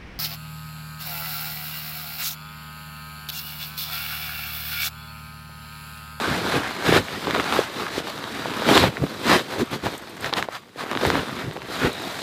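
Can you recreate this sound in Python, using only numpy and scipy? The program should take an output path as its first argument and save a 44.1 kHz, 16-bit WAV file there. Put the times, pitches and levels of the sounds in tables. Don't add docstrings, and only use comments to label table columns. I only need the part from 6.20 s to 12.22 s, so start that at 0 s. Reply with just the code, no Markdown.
import sys
import numpy as np
from scipy import signal
from scipy.fft import rfft, irfft, next_fast_len
from scipy.io import wavfile
from scipy.ndimage import uniform_filter1d, map_coordinates

SR = 44100
rng = np.random.default_rng(int(sys.argv[2]) if len(sys.argv) > 2 else 0)


def store_wav(level_fs):
    pcm = np.round(np.clip(np.atleast_2d(level_fs), -1, 1) * 32767)
    wavfile.write(sys.argv[1], SR, pcm.T.astype(np.int16))


N = 265482

# (frequency [Hz], relative level [dB])
AIR_SPECTRUM = [(25, -29), (80, -3), (350, 14), (600, -17), (1400, -15), (2800, -32), (3900, -21),
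                (6000, -9), (15000, -18)]
GROUND_SPECTRUM = [(20, -18), (35, -13), (55, -3.5), (80, 2), (120, -8.5), (200, -52)]
CLICK_SPECTRUM = [(3000, -30), (6000, -2), (8000, 1.5), (11000, 0), (15000, -12)]
CRACK_SPECTRUM = [(400, -29), (1500, 15.5), (2800, 10.5), (3900, 14), (5200, -2), (6500, -5.5), (9000, -18),
                  (15000, -19)]
THUD_SPECTRUM = [(20, -35), (35, -27), (55, -19), (90, -1.5), (135, 4), (185, -2.5), (300, -51.5)]
PADDING_SPECTRUM = [(70, -37), (120, -3.5), (160, -2), (250, 3), (350, 2), (500, 0), (620, -8),
                    (900, -17.5), (2000, -60.5)]
SWISH_SPECTRUM = [(250, -32), (480, -12), (650, -0.5), (850, -1.5), (1150, -0.5), (1600, -2), (2100, -4.5),
                  (2700, -8.5), (3400, -10.5), (6000, -47), (12000, -58)]
RASP_SPECTRUM = [(1500, -37.5), (2500, -7), (3350, -2.5), (3600, 0), (4050, 0), (4400, -4), (4800, -4.5),
                 (5500, -11), (7000, -18.5), (12000, -54)]
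HISS_SPECTRUM = [(3000, -31), (4500, 0), (5800, 0), (7500, 0.5), (8400, 0), (9000, -1.5), (10500, -3),
                 (13100, -3), (15500, -9)]
# (time [s], ring level [dB], click drive [dB])
PULL_TAPS = [(2.3689, -44, -23), (3.455, -41, -46), (3.5125, -37, -44), (3.7797, -38, -23),
             (3.8206, -42, -50), (3.895, -39, -50), (3.9678, -52, -33), (4.0082, -37, -24.5),
             (4.8665, -33, -19), (5.334, -42, -44), (5.731, -43, -22)]
# (frequency [Hz], relative level [dB], time to fall 60 dB [s])
PULL_RING = [(8200, -5, .03), (10300, -10, .02), (13200, -9, .07)]
# (start [s], length [s], pitch [Hz], level [dB])
SLIDING_TONES = [(0.0, 0.18, 1530, -30.5), (.44, 0.24, 4200, -46), (1.52, 0.092, 3700, -47),
                 (1.662, 0.017, 1300, -33), (2.52, 0.14, 3900, -26), (5.521, 0.098, 3850, -43.5),
                 (5.626, 0.24, 3800, -41)]
# (time [s], level before SNAP_GAIN_DB [dB], pitch [Hz], relative crack [dB])
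CREASE_SNAPS = [(.2643, -14, 910, -9), (.3782, -15, 282, -14), (.6242, -16, 1170, -8),
                (.6903, -8.5, 345, -14), (.7244, -5, 576, -5.5), (.7602, -12, 670, 6), (.7673, -12, 520, 5),
                (.778, -11, 530, -3), (.8841, -16.5, 2040, -12), (1.071, -12, 1000, -8),
                (1.1005, -17, 900, -4), (1.109, -10, 1800, -5), (1.1492, -9, 1260, -6),
                (1.161, -11.5, 594, -3), (1.1986, -9.5, 1550, -2.5), (1.207, -15.5, 2500, -3.5),
                (1.2771, -17, 1190, 0), (1.3248, -13, 1080, 0), (1.3664, -10, 1270, -9),
                (1.3902, -5, 493, -20), (1.6686, -21, 1260, -12), (1.7789, -16, 377, -15.5),
                (2.0405, -20, 1360, 2.5), (2.2572, -13, 826, -23), (2.421, -14, 670, -6.5),
                (2.489, -5.5, 680, -1), (2.5704, -4, 880, 0), (2.5775, -4, 1280, 5),
                (2.6389, -4.5, 750, -7), (2.7702, -13, 2040, -7), (2.8374, -11, 410, -20),
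                (3.4282, -13, 292, -22), (3.6668, -11, 790, -9), (4.061, -16, 1960, 5),
                (4.1278, -13.5, 1000, -1.5), (4.1374, -13.5, 1880, 7), (4.2262, -13, 1500, 1.5),
                (4.2865, -14.5, 720, -14), (4.5595, -28, 484, -14), (4.638, -19.5, 655, -16),
                (4.7142, -16.5, 1130, 1), (4.7315, -14.5, 1115, -14), (4.7517, -13.5, 1150, -2),
                (4.7735, -11.5, 1410, -2.5), (4.8341, -10, 567, -18), (4.851, -9, 794, -2),
                (4.9021, -9.5, 1030, 1), (4.9547, -9, 1120, -6), (5.0938, -19.5, 1250, -13.5),
                (5.3647, -19, 755, -14), (5.3709, -25, 1020, 2.5)]
# (time [s], swish level [dB], relative padding [dB], relative treble [dB])
BAG_SHIFTS = [(0, -26.5, -5.5, -1), (.4, -34.5, -1.5, 0), (.57, -33, -5, -1.5), (.97, -36.5, -0.5, 3),
              (1.25, -31.5, -3, 1), (1.5, -35.5, -4.5, -2), (2.0, -36.5, -2, -0.5), (2.43, -30, -2.5, -1),
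              (2.72, -37.5, -1, -3.5), (3.02, -37, 0.5, 2.5), (3.25, -38.5, -1, -2), (3.9, -42, -1, -2),
              (4.24, -42.5, -2.5, -6.5), (4.51, -54, -1, -3), (4.68, -34.5, -3, -5), (5.08, -36, -3, 0.5),
              (5.38, -40.5, 2.5, -4.5), (5.6, -37, -0.5, -2.5), (6.02, -31.5, -7, 2)]
# (time of top speed [s], rise [s], fall [s], swish [dB], relative padding [dB], relative treble [dB])
HAND_STROKES = [(.1, .08, 0.13, -33, 2, 4.5), (.27, .05, 0.066, -27.5, -0.5, -1),
                (.355, 0.054, 0.054, -23, -1.5, -2), (.46, .04, 0.047, -28, -5, -4.5),
                (0.689, 0.053, 0.038, -21.5, -3.5, 0.5), (.76, .045, 0.034, -15.5, -2, 0.5),
                (.95, 0.036, 0.037, -30, -3, -7.5), (1.09, 0.036, 0.058, -34, 7, -12),
                (1.165, .04, 0.069, -28, 1.5, -4), (1.36, 0.075, 0.088, -24, -6, 0),
                (1.59, 0.069, 0.09, -33, -1.5, 1.5), (1.78, 0.059, 0.029, -30.5, -5, 3),
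                (1.885, .03, 0.04, -35, -2, 2.5), (2.2, 0.096, 0.017, -36.5, 4, 1),
                (2.501, 0.033, 0.054, -20, 2, -0.5), (2.572, 0.087, 0.057, -18, 0, 4),
                (2.638, 0.051, 0.047, -21.5, 2, -0.5), (3.124, 0.062, 0.065, -17, -1.5, 2.5),
                (3.339, 0.055, 0.035, -31.5, -3, 0), (3.409, 0.039, 0.025, -30.5, 8, 2),
                (3.545, 0.031, 0.02, -28, 2.5, 1), (3.664, 0.031, 0.024, -26.5, 0, -2),
                (3.729, 0.041, .04, -36, 1.5, 1.5), (4.056, .045, 0.046, -30, -4, -1),
                (4.132, .005, 0.018, -27, -4, -7), (4.183, .022, 0.024, -21.5, -7.5, -2),
                (4.235, 0.037, 0.023, -34, -1, -3), (4.35, .04, 0.031, -32.5, -14, -2),
                (4.605, 0.028, 0.037, -32, -8, -0.5), (4.73, 0.031, 0.04, -31.5, 3.5, -10.5),
                (4.86, .07, 0.058, -26.5, 0, 0.5), (4.97, 0.06, 0.056, -24.5, 1.5, -5),
                (5.21, 0.104, 0.048, -33, -1, -4.5), (5.55, .06, 0.097, -32, -10.5, 2),
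                (5.655, 0.064, 0.047, -22.5, -0.5, -3)]
# (time [s], half length [s], level [dB], relative ground bump [dB])
FIST_THUMPS = [(0.112, 0.045, -28.5, -9), (0.236, .05, -34.5, -11), (0.375, 0.023, -25, -17),
               (.71, 0.056, -28, -2), (.788, 0.044, -25.5, -8.5), (1.39, .025, -37, -7),
               (1.778, .022, -39, -6), (2.625, .045, -20, -22), (2.687, 0.017, -24, -21),
               (2.832, 0.025, -22, -19), (3.104, .04, -32, -9), (3.404, 0.023, -26, -12),
               (3.54, 0.02, -38, -3), (3.667, 0.021, -38, 6), (4.037, 0.046, -41, -7),
               (4.182, 0.065, -50, -10), (4.878, 0.014, -23.5, -0.5), (4.93, .04, -36, -3),
               (4.998, .025, -32, -7), (5.277, .04, -34, -8), (5.652, 0.016, -25, -3.5)]

CLICK_DECAY_S, CRACK_DECAY_S = 0.00064, 0.00035
SNAP_GAIN_DB = 0.5
CRINKLES_PER_S, CRINKLE_OVER_SWISH_DB, CRINKLE_SPREAD_DB = 12, 11.5, 1.5
CRINKLE_HZ, CRINKLE_CRACK_DB = 1110, -4
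STROKE_DROP_DB = 9.5
RISE_SHAPE, FALL_SHAPE = 1.9, 2.1
BILLOW_DB, GROUND_DB = -5, -7.5
USUAL_DB = -31.5
THUD_DB, THUD_SLOPE = -44, 0.73
RASP_DB, RASP_SLOPE = -38, 0.87
HISS_DB, HISS_SLOPE = -45, .8
CONTROL_STEP = 64
LOW_CUT_HZ, BAND_LIMIT_HZ = 36, 15550


def amp(db):
    return np.exp(np.asarray(db) * (np.log(10) / 20))


def unit(x):
    return x / np.sqrt(np.mean(x ** 2) + 1e-20)


def curves(rows):
    times, *columns = np.transpose(rows)
    return [np.interp(np.arange(N) / SR, times, column) for column in columns]


def wobble(rate, count=N):
    knots = rng.standard_normal(int(count * rate / SR) + 4)
    steps = np.arange(0, count, 8)
    return np.interp(np.arange(count), steps, map_coordinates(knots, [steps * rate / SR]))


def coloured(x, spectrum):
    size = 2 * next_fast_len(N // 2 + 8192)
    hz, db = np.transpose(spectrum)
    bin_db = np.interp(np.log(np.fft.rfftfreq(size, 1 / SR) + 1), np.log(hz), db)
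    cepstrum = irfft(np.log(amp(bin_db)), size)
    cepstrum[1:size // 2] *= 2
    cepstrum[size // 2 + 1:] = 0
    return irfft(rfft(x, size) * np.exp(rfft(cepstrum)), size)[:N]


def open_air():
    return amp(-60) * unit(coloured(rng.standard_normal(N), AIR_SPECTRUM))


def ground_bumps(ground_db):
    return amp(ground_db) * unit(coloured(rng.standard_normal(N), GROUND_SPECTRUM))


def zip_pull():
    t = np.arange(SR // 8) / SR
    ring = sum(amp(db - 60 * t / t60) * np.sin(2 * np.pi * hz * t) for hz, db, t60 in PULL_RING)
    rings, clicks = np.zeros((2, N + SR))
    for time, ring_db, click_db in PULL_TAPS:
        click = rng.standard_normal(len(t)) * np.exp(-t / CLICK_DECAY_S)
        rings[round(time * SR):][:len(t)] += amp(ring_db) * ring
        clicks[round(time * SR):][:len(t)] += amp(click_db) * click
    return rings[:N] + coloured(clicks[:N], CLICK_SPECTRUM)


def sliding_tones():
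    out = np.zeros(N + SR)
    for start, length, hz, db in SLIDING_TONES:
        count = round(length * SR)
        tone_hz = hz + 210 * wobble(rate=900, count=count)
        tone = np.sin(2 * np.pi * np.cumsum(tone_hz) / SR)
        contact = np.abs(wobble(rate=260, count=count))
        stroke = np.sqrt(np.abs(np.sin(np.linspace(0, np.pi, count))))
        out[round(start * SR):][:count] += amp(db) * stroke * unit(contact * tone)
    return out[:N]


def crinkles(swish_db):
    count = round(CRINKLES_PER_S * N / SR)
    onsets = (rng.random(count) * (N - 1)).astype(int)
    size, pitch, crack = rng.standard_normal((count, 3)).T
    db = np.minimum(swish_db[onsets], USUAL_DB) + CRINKLE_OVER_SWISH_DB + CRINKLE_SPREAD_DB * size
    hz = CRINKLE_HZ * np.exp(.45 * pitch)
    return np.column_stack([onsets / SR, db, hz, CRINKLE_CRACK_DB + 4 * crack])


def fold_flip(cycles):
    cycles = np.maximum(cycles, 0)
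    phase = np.log1p(.1 * cycles) / .1
    swing = np.sin(2 * np.pi * phase) * cycles ** 2 * np.exp(-cycles / .33)
    return swing / np.abs(swing).max()


def snaps(rows):
    t = np.arange(SR // 40) / SR
    cloth_ring = coloured(signal.unit_impulse(N), CRACK_SPECTRUM)[:len(t)]
    out = np.zeros(N + SR)
    for time, db, hz, crack_db in rows:
        noise = rng.standard_normal(len(t))
        detune, delay, direction = noise[-3:]
        lag_s = 0.00246 * np.exp(0.317 * delay)
        neighbour = amp(-10) * fold_flip(hz * np.exp(0.29 * detune) * (t - lag_s))
        swing = np.sign(direction) * (fold_flip(hz * t) + neighbour)
        burst = np.sign(noise) * np.exp(-t / CRACK_DECAY_S)
        crack = signal.fftconvolve(burst, cloth_ring)[:len(t)]
        crack /= np.abs(crack).max()
        out[round(time * SR):][:len(t)] += amp(db) * (swing + amp(crack_db) * crack)
    return out[:N]


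def swell(t, rise, fall):
    away = np.minimum(np.abs(t) / np.where(t < 0, rise, fall), 4)
    return amp(-STROKE_DROP_DB * away ** np.where(t < 0, RISE_SHAPE, FALL_SHAPE)) ** 2


def hand_motion():
    t = np.arange(0, N, CONTROL_STEP) / SR
    db, padding_db, tilt_db = (curve[::CONTROL_STEP] for curve in curves(BAG_SHIFTS))
    swish, padding, treble = amp([db, db + padding_db, db + tilt_db]) ** 2
    for time, rise, fall, db, padding_db, tilt_db in HAND_STROKES:
        power = amp(db) ** 2 * swell(t - time, rise, fall)
        swish += power
        padding += power * amp(padding_db) ** 2
        treble += power * amp(tilt_db) ** 2
    thud = amp(THUD_DB + THUD_SLOPE * (10 * np.log10(padding) - USUAL_DB)) ** 2
    ground = thud * amp(GROUND_DB) ** 2
    for time, half_length, db, ground_db in FIST_THUMPS:
        power = amp(db) ** 2 * swell(t - time, half_length, half_length)
        thud += power
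        padding += power * amp(BILLOW_DB) ** 2
        ground += power * amp(ground_db) ** 2
    levels_db = 10 * np.log10([swish, padding, treble, thud, ground])
    return curves(np.column_stack([t, *levels_db]))


def patchy(x, depth_db):
    spectra = signal.stft(x, nperseg=512)[2]
    patches = uniform_filter1d(rng.standard_normal(spectra.shape), size=5, axis=0)
    patches = uniform_filter1d(patches, size=14, axis=1)
    return signal.istft(spectra * amp(depth_db * unit(patches)), nperseg=512)[1][:N]


def slips(rate, spread_db):
    hit = rng.random(N) < rate / SR
    size = amp(spread_db * np.clip(rng.standard_normal(N), -2, 2)) / np.sqrt(rate)
    return unit(hit * size * np.sign(rng.random(N) - .5))


def rustle(kicks, spectrum, share, patchy_db):
    rubbing = patchy(rng.standard_normal(N), patchy_db)
    return unit(coloured(np.sqrt(1 - share) * rubbing + np.sqrt(share) * kicks, spectrum))


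def stuffing(swish_db, padding_db, treble_db, thud_db):
    rasp_db = RASP_DB + RASP_SLOPE * (treble_db - USUAL_DB)
    hiss_db = HISS_DB + HISS_SLOPE * (treble_db - USUAL_DB)
    speed = amp(.8 * (hiss_db - hiss_db.mean()))
    catch = wobble(rate=130) + 0.59 * wobble(rate=25)
    folds = slips(260 * speed, spread_db=5.5)
    creases = slips(330 * speed, spread_db=4.5)
    threads = slips(600 * speed, spread_db=3.5)
    thud = amp(thud_db + 1.6 * wobble(rate=30)) * rustle(folds, THUD_SPECTRUM, share=0.27, patchy_db=-0.8)
    padding = rustle(folds, PADDING_SPECTRUM, share=0.48, patchy_db=2.7)
    padding *= amp(padding_db - 0.5 + 1.2 * catch)
    swish = rustle(creases, SWISH_SPECTRUM, share=0.31, patchy_db=2.0)
    swish *= amp(swish_db - 0.87 + 0.89 * catch)
    rasp = amp(rasp_db + 0.8 * catch) * rustle(creases, RASP_SPECTRUM, share=0.13, patchy_db=1.44)
    hiss = amp(hiss_db + 0.83 * catch) * rustle(threads, HISS_SPECTRUM, share=0.25, patchy_db=1.4)
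    return thud + padding + swish + rasp + hiss


def scene():
    swish_db, padding_db, treble_db, thud_db, ground_db = hand_motion()
    cloth = stuffing(swish_db, padding_db, treble_db, thud_db) + sliding_tones()
    background = ground_bumps(ground_db) + zip_pull() + open_air()
    creases = amp(SNAP_GAIN_DB) * snaps(np.vstack([CREASE_SNAPS, crinkles(swish_db)]))
    return (background + creases + cloth)[None]


def record(dry):
    low_cut = signal.butter(2, LOW_CUT_HZ, "high", fs=SR, output="sos")
    clipped = np.clip(signal.sosfilt(low_cut, dry), -1, 1)
    size = next_fast_len(N + SR // 2)
    in_band = np.fft.rfftfreq(size, 1 / SR) < BAND_LIMIT_HZ
    return irfft(rfft(clipped, size) * in_band, size)[:, :N]


dry = scene()
out = record(dry)
store_wav(out)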